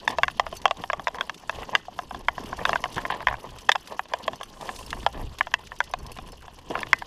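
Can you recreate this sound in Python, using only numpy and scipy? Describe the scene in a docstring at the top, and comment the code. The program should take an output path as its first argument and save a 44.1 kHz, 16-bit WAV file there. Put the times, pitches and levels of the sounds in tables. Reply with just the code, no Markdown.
"""A mountain bike rolls 7 s down a dry, stony trail, heard from a cased camera on the rider's chest.
From 0.08 s jolts knock mount and case (short mode rings; hard ones add faint metal); the first brings a thump and
grating. Throughout, tyres thrum, grind and crunch (shaped noise and grains), stones tick, the chain jingles, gusts buffet.
At 2.96 s comes the strongest thump, at 3.1 s the strongest grating, at 3.7 s a very hard knock.
From 4.4 to 5.2 s dust hisses under sliding tyres; near 6.7 s a last thump, at 6.9 s a last bright, hard knock."""
import sys
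import numpy as np
from scipy import signal
from scipy.fft import rfft, irfft, next_fast_len
from scipy.io import wavfile

SR = 44100
rng = np.random.default_rng(int(sys.argv[2]) if len(sys.argv) > 2 else 0)


def output_pcm(signal):
    """Save a mono or channel-first signal as 16-bit PCM at the path in sys.argv[1].

    Samples are clipped to [-1, 1] before scaling.
    """
    pcm = np.clip(np.atleast_2d(signal).T, -1, 1) * 32767
    wavfile.write(sys.argv[1], SR, np.round(pcm).astype(np.int16))


N = 311346
TIME_S = np.arange(N) / SR

# knocks on the case: t/s, strength/dB, hardness/dB (thud down, clack up by this), snap re strength/dB
KNOCKS = [(.0772, -20.5, 5, -6), (.1028, -38, -6, -3), (.1849, -22.5, -4.5, -9), (.2332, -18, 5.5, -4.5),
          (.281, -26.5, 4, -7), (.3965, -18, -1.5, -7.5), (.466, -33, -2.5, -10),
          (.5266, -38.5, -9.5, -3.5), (.6555, -15, -3.5, -5.5), (.68, -37, -2, -2),
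          (.7099, -24, -4.5, -3.5), (.838, -31, -3, -6), (.9, -24.5, 3, -14.5), (.9315, -25, -3.5, -8.5),
          (.9954, -35, -2.5, -10), (1.071, -23, 2, -10), (1.081, -28.5, -1.5, -5.5), (1.146, -39, 3, -10),
          (1.1849, -35, 0, -10), (1.2093, -27, 4.5, 1), (1.2954, -31, 3.5, -3), (1.495, -26, 2, -5.5),
          (1.631, -42, 4, -1.5), (1.7514, -20.5, 8.5, 1), (1.8826, -48, -18.5, -25),
          (1.9897, -28, -3, -9.5), (2.1091, -35.5, -4, -10.5), (2.1459, -34.5, -3.5, -9),
          (2.2842, -19, 3.5, -9.5), (2.3803, -31.5, -1.5, -19), (2.5286, -30.5, -2, -30),
          (2.5907, -38, 4, -16), (2.6527, -22, 5, -2.5), (2.6926, -23.5, -2.5, -8.5),
          (2.7309, -22.5, 1, -8), (2.757, -23, 4.5, -14), (2.8398, -25, -0.5, -5),
          (2.8563, -31.5, -3.5, -13), (2.9808, -27.5, 2, -10), (2.9882, -38, 7, -20),
          (3.052, -27.5, 2.5, -19), (3.1015, -34, 10, -6), (3.2047, -37, 0, -11), (3.227, -40, 2, -25),
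          (3.2703, -18.5, 5, -10), (3.2841, -25, 4.5, -8), (3.3108, -32.5, -2, -24), (3.3263, -34, -1, -27),
          (3.3408, -33, 1.5, -32), (3.6882, -35, -4, -5), (3.692, -15, 5, -5), (3.7175, -29.5, 9.5, 10.5),
          (3.7513, -31.5, -2, -25), (3.7559, -25.5, -1, -5), (3.993, -26, 1.5, -9.5),
          (4.1364, -24, -2.5, -6.5), (4.2794, -23, -3.5, -6), (4.3327, -39, -3, -7),
          (4.4108, -35.5, -2.5, -7.5), (4.4317, -45.5, 2, 7), (4.691, -29.5, -0.5, -12),
          (4.929, -30.5, 3, -7), (5.064, -19.5, -3, -5.5), (5.4089, -20.5, 6, -12.5),
          (5.4699, -36, -2, -7.5), (5.5394, -22.5, 8, 0.5), (5.7184, -37.5, 3.5, -16),
          (5.8038, -22, 6.5, -10), (5.9375, -26.5, -3.5, -6), (6.187, -38.5, -4, -4.5),
          (6.4805, -43.5, -3.5, -7), (6.7072, -36.5, -10, -5.5), (6.7536, -27, 0, -12),
          (6.778, -35, -5, -22), (6.7906, -42, 7, 3), (6.8311, -33, 8.5, -6), (6.931, -17, 10.5, -6.5),
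          (7.0212, -34, 1.5, -17)]
# edges of the case's mode families thud, tock, clack, snap: f/Hz
FAMILY_EDGES_HZ = [510, 850, 1400, 2400, 7000]
# case modes: f/Hz, level within family/dB, t60/s; a mode above the last edge stays silent
CASE_MODES = [(631, -12, 0.097), (704, 14.5, 0.028), (783, -8, 0.11), (1023, 29, 0.017), (1113, 6, 0.045),
              (1290, -19, .01), (1494, -3.5, 0.047), (1692, 26, 0.012), (1980, 10, 0.015),
              (2680, 3.5, 0.028), (2783, 5.5, 0.017), (3172, 13, 0.007), (3327, 3, 0.02),
              (4530, -27.5, 0.042), (5060, -8, 0.022), (7060, -8, 0.033)]
# long metal ring of the bike: f/Hz, level/dB, t60/s
METAL_MODES = [(1835, -32, .3), (2013, -30.5, .27)]
# bumps through the mount as bursts of grating: t/s, level/dB, t60/s
CHAFES = [(0.093, -30, 0.19), (1.526, -36, 0.065), (2.592, -37, 0.082), (2.66, -48, 0.088),
          (2.966, -31, 0.15), (3.102, -21, 0.16), (3.293, -33.5, 0.15), (4.675, -36, 0.18),
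          (5.136, -37, 0.32), (6.16, -32.5, 0.084), (6.703, -35, 0.16), (6.755, -46, 0.12)]
# grating spectrum: f/Hz, relative level/dB
CHAFE_SPECTRUM = [(400, -4), (700, 13), (1050, 16), (1400, -15), (1750, 10.5), (2200, -3), (3200, 1.5),
                  (4200, -11), (8000, -56)]
# tyre load on the ground: t/s, level/dB
LOAD = [(0, 0.5), (.7, -3.5), (1.42, -3.5), (1.62, -2), (1.86, -6), (2.25, -3), (2.7, 3), (3.15, 1.5),
        (3.55, -2), (3.84, -4), (4.15, -4), (4.5, -3.5), (4.76, 1), (5.12, -2.5), (5.4, -3), (5.82, -6.5),
        (6.15, -4.5), (6.58, -4.5), (6.85, 2), (7.06, -1)]
# rough patches of trail: start t/s, length/s, extra thrum/dB, extra stone rattle/dB
PATCHES = [(0.085, 0.063, 9, 11), (0.51, 0.048, 11, 11.5), (0.774, 0.054, 13, 11.5), (0.985, 0.029, 16, 6),
           (1.136, 0.11, 5.5, 11.5), (1.515, 0.14, 6, 14), (1.675, 0.12, 10, 16), (1.924, 0.16, 7, 6.5),
           (2.118, 0.1, 11, 5), (2.364, 0.18, 9, 8), (2.587, 0.162, 8, 12), (2.957, 0.26, 2.5, 6),
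           (3.442, 0.07, 7.5, 9.5), (3.9, 0.055, 4, 14), (4.11, 0.16, 0, 7.5), (4.238, 0.12, 9.5, 7.5),
           (4.598, 0.13, 5.5, 9.5), (4.915, 0.13, 8.5, 4), (5.141, 0.125, 14, 6.5), (5.98, 0.15, 9.5, 6),
           (6.174, 0.15, 7, 1), (6.695, 0.13, 10, 10)]
# tyre thrum spectrum: f/Hz, relative level/dB
THRUM_SPECTRUM = [(60, -16.5), (120, -0.5), (210, 1.5), (310, -1.5), (430, -2), (600, -23), (1200, -55)]
# wheels drop into hollows: t/s, level/dB, pitch f/Hz, t60/s
THUMPS = [(.095, -28, 292, 0.06), (0.227, -33.5, 170, 0.059), (2.962, -20.5, 205, .09),
          (6.701, -22, 275, 0.087)]
# frame-borne rattle spectrum: f/Hz, relative level/dB
GRIND_SPECTRUM = [(300, -15), (460, 1.5), (600, 1.5), (750, 1), (1050, 4.5), (1200, -5.5), (1420, -24.5),
                  (1750, -8.5), (2200, -15.5), (2700, -17.5), (3600, -88)]
# crunching grit spectrum: f/Hz, relative level/dB
GRAVEL_SPECTRUM = [(1200, 3.5), (2200, -8.5), (3000, 3.5), (3900, -5), (4600, -3.5), (6200, -8),
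                   (7500, -13), (9000, -18.5), (11700, -12), (13500, -25.5), (16000, -26)]
# single stones spat from the tyres: t/s, level/dB, band f/Hz
STONES = [(.107, -39.5, 3520), (0.565, -47, 5360), (.617, -46, 4380), (.77, -47, 4570),
          (1.344, -44.5, 4400), (1.557, -48, 4470), (1.62, -50, 3700), (2.458, -45, 3500),
          (2.569, -45.5, 5900), (2.924, -48, 4670), (2.944, -42, 5000), (2.959, -40.5, 3640),
          (3.586, -44.5, 4200), (3.717, -33, 5050), (3.874, -42.5, 4670), (4.611, -43.5, 4670),
          (4.762, -42.5, 5740), (4.905, -36, 4300), (5.386, -39, 4500), (5.671, -45.5, 3670),
          (5.839, -47.5, 5050), (6.065, -49, 5600), (6.172, -44, 2900), (6.986, -46, 4570)]
# dust hiss as the tyres slide off the rock step: t/s, level/dB
SLIDE = [(4.4, -81), (4.62, -55.5), (4.8, -51), (4.92, -63), (5.05, -58), (5.2, -100)]
# chain and rear gears jingle: t/s, level/dB
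JINGLES = [(.09, -42), (.568, -40.5), (.821, -56), (2.437, -51), (2.66, -45), (2.925, -51), (2.96, -49),
           (3.808, -53), (3.858, -55), (4.357, -48), (4.432, -43.5), (4.788, -45.5), (4.863, -43.5),
           (4.906, -55), (5.787, -50), (5.84, -50), (5.912, -49), (5.987, -50), (6.065, -49),
           (6.117, -42.5), (6.275, -52), (6.32, -47.5), (6.805, -41)]
# chain and sprocket modes: f/Hz, relative level/dB, t60/s
CHAIN_MODES = [(2810, 6, 0.015), (4440, -9, 0.063), (5270, 1, 0.025), (6060, 1, 0.03), (9600, -11, 0.035),
               (11440, -3.5, 0.0067), (12500, -17, 0.018), (13200, -23, .01)]
# air flow over the case: t/s, level/dB
AIR = [(0, -55), (.9, -51), (1.45, -59.5), (1.85, -54.5), (2.2, -46.5), (2.75, -46), (3.1, -52.5),
       (3.5, -54), (4, -60), (4.45, -54.5), (4.85, -45.5), (5.2, -44.5), (5.5, -49.5), (5.85, -52.5),
       (6.15, -48), (7.06, -52.5)]
# gusts: t/s, extra level/dB
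GUSTS = [(.23, 15.5), (.52, 8), (1.57, 16), (2.62, 1), (3.32, 14), (3.56, 10.5), (4.982, 7.5), (5.25, 11),
         (6.03, 12.5), (6.26, 5.5), (6.88, 7)]
# buffeting spectrum: f/Hz, relative level/dB
BUFFET_SPECTRUM = [(20, -7), (30, 4.5), (40, -7.5), (60, -1), (100, -10), (140, -10.5), (300, -71.5)]

THUD_DB, CLACK_DB = -3.5, -3.5   # re the tock, at zero hardness
TAP_DB, TAP_SPREAD_DB, TAP_SNAP_DB = -47, -2, -1   # random taps: level at zero load, spread, snap re tap
THRUM_DB, GRIND_DB, GRAVEL_DB = -52, -49, -52.5   # at zero load, off the patches
GRAVEL_PER_LOAD, GRAVEL_PER_RATTLE = 0.87, 0.36   # dB of crunch per dB
PATCH_EDGE_S = 0.027   # ramp on and off a patch
PEBBLE_DB, PEBBLE_HZ = -53.5, 4650   # random small stones, before their spread
GUST_S = 0.074   # half width at 1/e of the dB rise
CUTOFF_HZ = 15400


def knocks(roughness, rough_t60_s, edge_db):
    """Each knock drives four mode families separately; higher ones feel more of the contact's grit."""
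    out = np.zeros(N)
    for t_s, *blow in KNOCKS + taps():
        levels_db = family_levels(*blow)
        families = zip(levels_db, FAMILY_EDGES_HZ, FAMILY_EDGES_HZ[1:])
        for k, (level_db, low_hz, high_hz) in enumerate(families):
            force = contact(roughness * np.sqrt(low_hz / 1000), rough_t60_s, bounce=.3)
            family = np.zeros(len(force))
            for hz, db, t60_s in CASE_MODES:
                if low_hz <= hz < high_hz:
                    # the load on the mount shifts the modes from blow to blow
                    gain = from_db(db + rng.normal(0, 3))
                    family += gain * ring(force, hz * rng.normal(1, .04), t60_s)
            family = blow_one(band(family, .88 * low_hz, 1.05 * high_hz, order=4))
            build_up_s = .2 / (high_hz - low_hz)   # narrow families swell longer
            add(out, t_s - build_up_s, (-1) ** k * from_db(level_db) * family)
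        # thin bright edge of the contact itself, level re snap
        edge = band(contact(roughness, rough_t60_s, bounce=.3), 9000, 13000)
        add(out, t_s, from_db(levels_db[-1] + edge_db) * blow_one(edge))
    return signal.lfilter(*signal.iirnotch(4080, 12, SR), out)   # case is stiff and mute near 4 kHz


def taps():
    """Light knocks at random, stronger when the tyres work harder."""
    return [(t_s, TAP_DB + curve(LOAD, t_s) + TAP_SPREAD_DB * a, TAP_SPREAD_DB * b, TAP_SNAP_DB)
            for t_s, a, b in scattered(count=15)]


def family_levels(db, hardness_db, snap_db):
    """Thud, tock, clack and snap levels; a harder contact trades thud for clack."""
    return db + THUD_DB - hardness_db, db, db + CLACK_DB + hardness_db, db + snap_db


def contact(roughness, rough_t60_s, bounce, size=2600):
    """Force of one hard touch: a click, a few ms of crunching rough faces, one bounce."""
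    sparse = rng.random(size) < .1
    grit = rng.standard_normal(size) * sparse * from_db(-60 * TIME_S[:size] / rough_t60_s)
    force = roughness * grit / np.sqrt(np.sum(grit ** 2) + 1e-12)
    force[0] += 1
    again = np.zeros(size)
    add(again, rng.uniform(.003, .008), rng.uniform(-1, 1) * bounce * force)
    return force + again


def metal():
    """Clacks set the bike's metal parts singing faintly; soft clacks hardly excite them."""
    clicks = np.zeros(N)
    for t_s, *blow in KNOCKS:
        _, _, clack_db, _ = family_levels(*blow)
        click_db = clack_db + min(0, clack_db + 20)   # double slope below -20 dB
        add(clicks, t_s, from_db([click_db]))
    return sum(from_db(db) * ring(clicks, hz, t60_s) for hz, db, t60_s in METAL_MODES)


def chafes():
    """Runs of tiny slips in the mount sound through the case."""
    pressure = sum(from_db(db) * fade(t_s, t60_s, rise_s=0.0016) for t_s, db, t60_s in CHAFES)
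    slips = grains(500, spread_db=3.0)
    return pressure * colour(slips, CHAFE_SPECTRUM)


def thrum(load_db, bumps_db):
    """Tyres hum as lumpy low noise, louder under load and on patches."""
    return from_db(THRUM_DB + load_db + bumps_db) * lumpy(THRUM_SPECTRUM, lump_db=3.0, rate_hz=75)


def thumps():
    """Tyre and suspension take a dull, soft blow: fading low noise."""
    out = np.zeros(N)
    for t_s, db, hz, t60_s in THUMPS:
        body = rms_one(band(rng.standard_normal(N), .55 * hz, 1.9 * hz))
        out += from_db(db) * fade(t_s, t60_s, rise_s=.004) * body
    return out


def grinding(level_db, clump_db):
    """Small stones shake the frame; the shaking reaches the case as a dense, grainy rattle."""
    jolts = grains(800, spread_db=2.8)
    return from_db(level_db) * colour(jolts * from_db(clump_db * drift(31)), GRIND_SPECTRUM)


def rough_patches():
    """Extra thrum and stone rattle in dB while the tyres cross each patch."""
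    thrum_db, rattle_db = 0, 0
    for start_s, length_s, bump_db, stones_db in PATCHES:
        inside_s = np.minimum(TIME_S - start_s, start_s + length_s - TIME_S)
        on = np.clip(.5 + inside_s / PATCH_EDGE_S, 0, 1)
        thrum_db = thrum_db + bump_db * on
        rattle_db = rattle_db + stones_db * on
    return thrum_db, rattle_db


def gravel(level_db, per_s, spread_db, clump_db):
    """Grit breaks under the tread in clumps, denser when louder; coarse and fine grit also clump apart."""
    rate = per_s * from_db(0.85 * (level_db - np.mean(level_db)))
    edges_hz = [1200, 2400, 3600, 5000, 7000, 9500, 16500]
    grit = np.zeros(N)
    for low_hz, high_hz in zip(edges_hz, edges_hz[1:]):
        grit += band(grains(rate, spread_db), low_hz, high_hz) * from_db(4.4 * drift(46))
    clumped = from_db(clump_db * drift(67)) * grit / np.sqrt(rate)   # density alone adds no level
    return from_db(level_db) * colour(clumped, GRAVEL_SPECTRUM)


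def stones(t60_s, size=2600):
    """A stone cracks against others: a short, dry burst of banded grit."""
    out = np.zeros(N)
    pebbles = [(t_s, PEBBLE_DB + 2 * a, PEBBLE_HZ * np.exp(0.18 * b)) for t_s, a, b in scattered(count=24)]
    for t_s, db, hz in STONES + pebbles:
        grit = rng.standard_normal(size) * from_db(-60 * TIME_S[:size] / t60_s)
        crack = band(band(grit, .5 * hz, 1.07 * hz, order=1), 1000, 12000)
        add(out, t_s, from_db(db) * blow_one(crack))
    return out


def slide():
    """Fine dust slides under the tyres: a smooth, bright noise band."""
    level_db = np.interp(TIME_S, *np.transpose(SLIDE), left=-120, right=-120)
    hiss = rms_one(band(rng.standard_normal(N), 3800, 9600))
    return from_db(level_db + 2 * drift(30)) * hiss


def chain(gravel_db, t60_s, loose_db, size=2600):
    """Links scrape over sprockets in bursts, each favouring other modes; random touches follow the crunch."""
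    loose = [(t_s, np.interp(t_s, TIME_S, gravel_db) + loose_db + rng.normal(0, 0.99))
             for t_s in rng.uniform(0, N / SR, size=90)]
    out = np.zeros(N)
    for t_s, level_db in list(JINGLES) + loose:
        scrape = rng.standard_normal(size) * from_db(-60 * TIME_S[:size] / t60_s)
        luck_db = rng.normal(0, 5, len(CHAIN_MODES))
        modes = np.zeros(size)
        for k, (hz, db, mode_t60_s) in enumerate(CHAIN_MODES):
            modes += (-1) ** k * from_db(db + luck_db[k]) * ring(scrape, hz, mode_t60_s)
        rasp = blow_one(band(scrape, 4000, 12500))
        add(out, t_s, from_db(level_db) * blow_one(blow_one(modes) + .6 * rasp))
    return out


def wind():
    """Air flow and short gusts buffet the case: lumpy, very low noise."""
    level_db = curve(AIR, TIME_S)
    for t_s, db in GUSTS:
        level_db = level_db + db * np.exp(-((TIME_S - t_s) / GUST_S) ** 2)
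    return from_db(level_db) * lumpy(BUFFET_SPECTRUM, lump_db=-1.0, rate_hz=12.5)


def ring(force, hz, t60_s):
    """One resonant mode: a unit click starts a swing of height about 1."""
    radius = from_db(-60 / (t60_s * SR))
    angle = 2 * np.pi * min(hz, .45 * SR) / SR
    return signal.lfilter([.5, 0, -.5], [1, -2 * radius * np.cos(angle), radius ** 2], force + 1e-18)


def grains(per_s, spread_db):
    """Random clicks of either sign, many small and a few large."""
    sizes = from_db(spread_db * np.minimum(rng.exponential(1, N), 4))
    return sizes * rng.choice([-1, 1], N) * (rng.random(N) < per_s / SR)


def lumpy(spectrum, lump_db, rate_hz):
    """Coloured noise of rms 1 whose strength wanders."""
    return colour(rng.standard_normal(N) * from_db(lump_db * drift(rate_hz)), spectrum)


def drift(rate_hz):
    """Slow random curve of rms 1: noise through two equal poles at rate_hz, run at SR / 40."""
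    pole = np.exp(-80 * np.pi * rate_hz / SR)
    noise = rng.standard_normal(N // 40 + 2002)
    slow = signal.lfilter([1], [1, -2 * pole, pole ** 2], noise)[2000:]   # drop the settling
    return np.interp(np.arange(N) / 40, np.arange(len(slow)), rms_one(slow))


def fade(t_s, t60_s, rise_s):
    """Envelope: quick swell at t_s, then exponential decay."""
    age_s = np.maximum(TIME_S - t_s, 0)
    return (1 - np.exp(-age_s / rise_s)) * from_db(-60 * np.minimum(age_s / t60_s, 4))


def scattered(count):
    """One random moment per equal time slot, with two uniform chance values of rms 1."""
    slot, a, b = rng.random((count, 3)).T
    t_s = (np.arange(count) + slot) * N / SR / count
    return zip(t_s, (a - .5) * np.sqrt(12), (b - .5) * np.sqrt(12))


def curve(points, t_s):
    """Read a control curve at t_s by linear interpolation."""
    return np.interp(t_s, *np.transpose(points))


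def colour(x, spectrum):
    """Causal minimum-phase filter with the given spectrum, via the folded cepstrum; rms 1."""
    hz, db = np.transpose(spectrum)
    size = next_fast_len(N + SR // 10, real=True) // 2 * 2
    grid_hz = np.maximum(np.arange(size // 2 + 1) * SR / size, 1)
    gain = from_db(np.interp(np.log(grid_hz), np.log(hz), db))
    cepstrum = irfft(np.log(gain))
    cepstrum[1:size // 2] *= 2
    cepstrum[size // 2 + 1:] = 0
    response = np.exp(rfft(cepstrum))
    return rms_one(irfft(rfft(x, size) * response)[:N])


def band(x, low_hz, high_hz, order=2):
    """Butterworth band-pass."""
    edges_hz = [low_hz, min(high_hz, .45 * SR)]
    return signal.sosfilt(signal.butter(order, edges_hz, "band", fs=SR, output="sos"), x)


def add(out, t_s, sound):
    """Mix a sound in at t_s."""
    i = int(np.clip(round(t_s * SR), 0, len(out) - 1))
    out[i:i + len(sound)] += sound[:len(out) - i]


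def blow_one(x):
    """Scale a short sound to the energy of 10 ms at rms 1."""
    return x / np.sqrt(np.sum(x ** 2) / (.01 * SR) + 1e-20)


def rms_one(x):
    """Scale to rms 1."""
    return x / np.sqrt(np.mean(x ** 2) + 1e-20)


def from_db(db):
    """dB to amplitude."""
    return 10 ** (np.asarray(db) / 20)


def scene():
    """Load and patches drive thrum, grinding and crunch; one close microphone feeds both channels."""
    load_db = curve(LOAD, TIME_S)
    bumps_db, rattle_db = rough_patches()
    gravel_db = GRAVEL_DB + GRAVEL_PER_LOAD * load_db + GRAVEL_PER_RATTLE * rattle_db
    case = knocks(roughness=1.0, rough_t60_s=0.0088, edge_db=-31) + chafes()
    tyres = thrum(load_db, bumps_db) + thumps()
    frame = grinding(GRIND_DB + load_db + rattle_db, clump_db=4.5)
    ground = gravel(gravel_db, per_s=4600, spread_db=2.5, clump_db=2.5) + stones(t60_s=0.035) + slide()
    bike = metal() + chain(gravel_db, t60_s=0.029, loose_db=-1.0)
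    return np.tile(case + tyres + frame + ground + bike + wind(), (2, 1))


def record(dry):
    """The hardest knocks overload the microphone (soft clip at 1); the top is cut at CUTOFF_HZ."""
    clipped = dry / (1 + dry ** 8) ** (1 / 8)
    return signal.sosfilt(signal.ellip(10, .1, 80, CUTOFF_HZ, fs=SR, output="sos"), clipped)


dry = scene()
out = record(dry)
output_pcm(out)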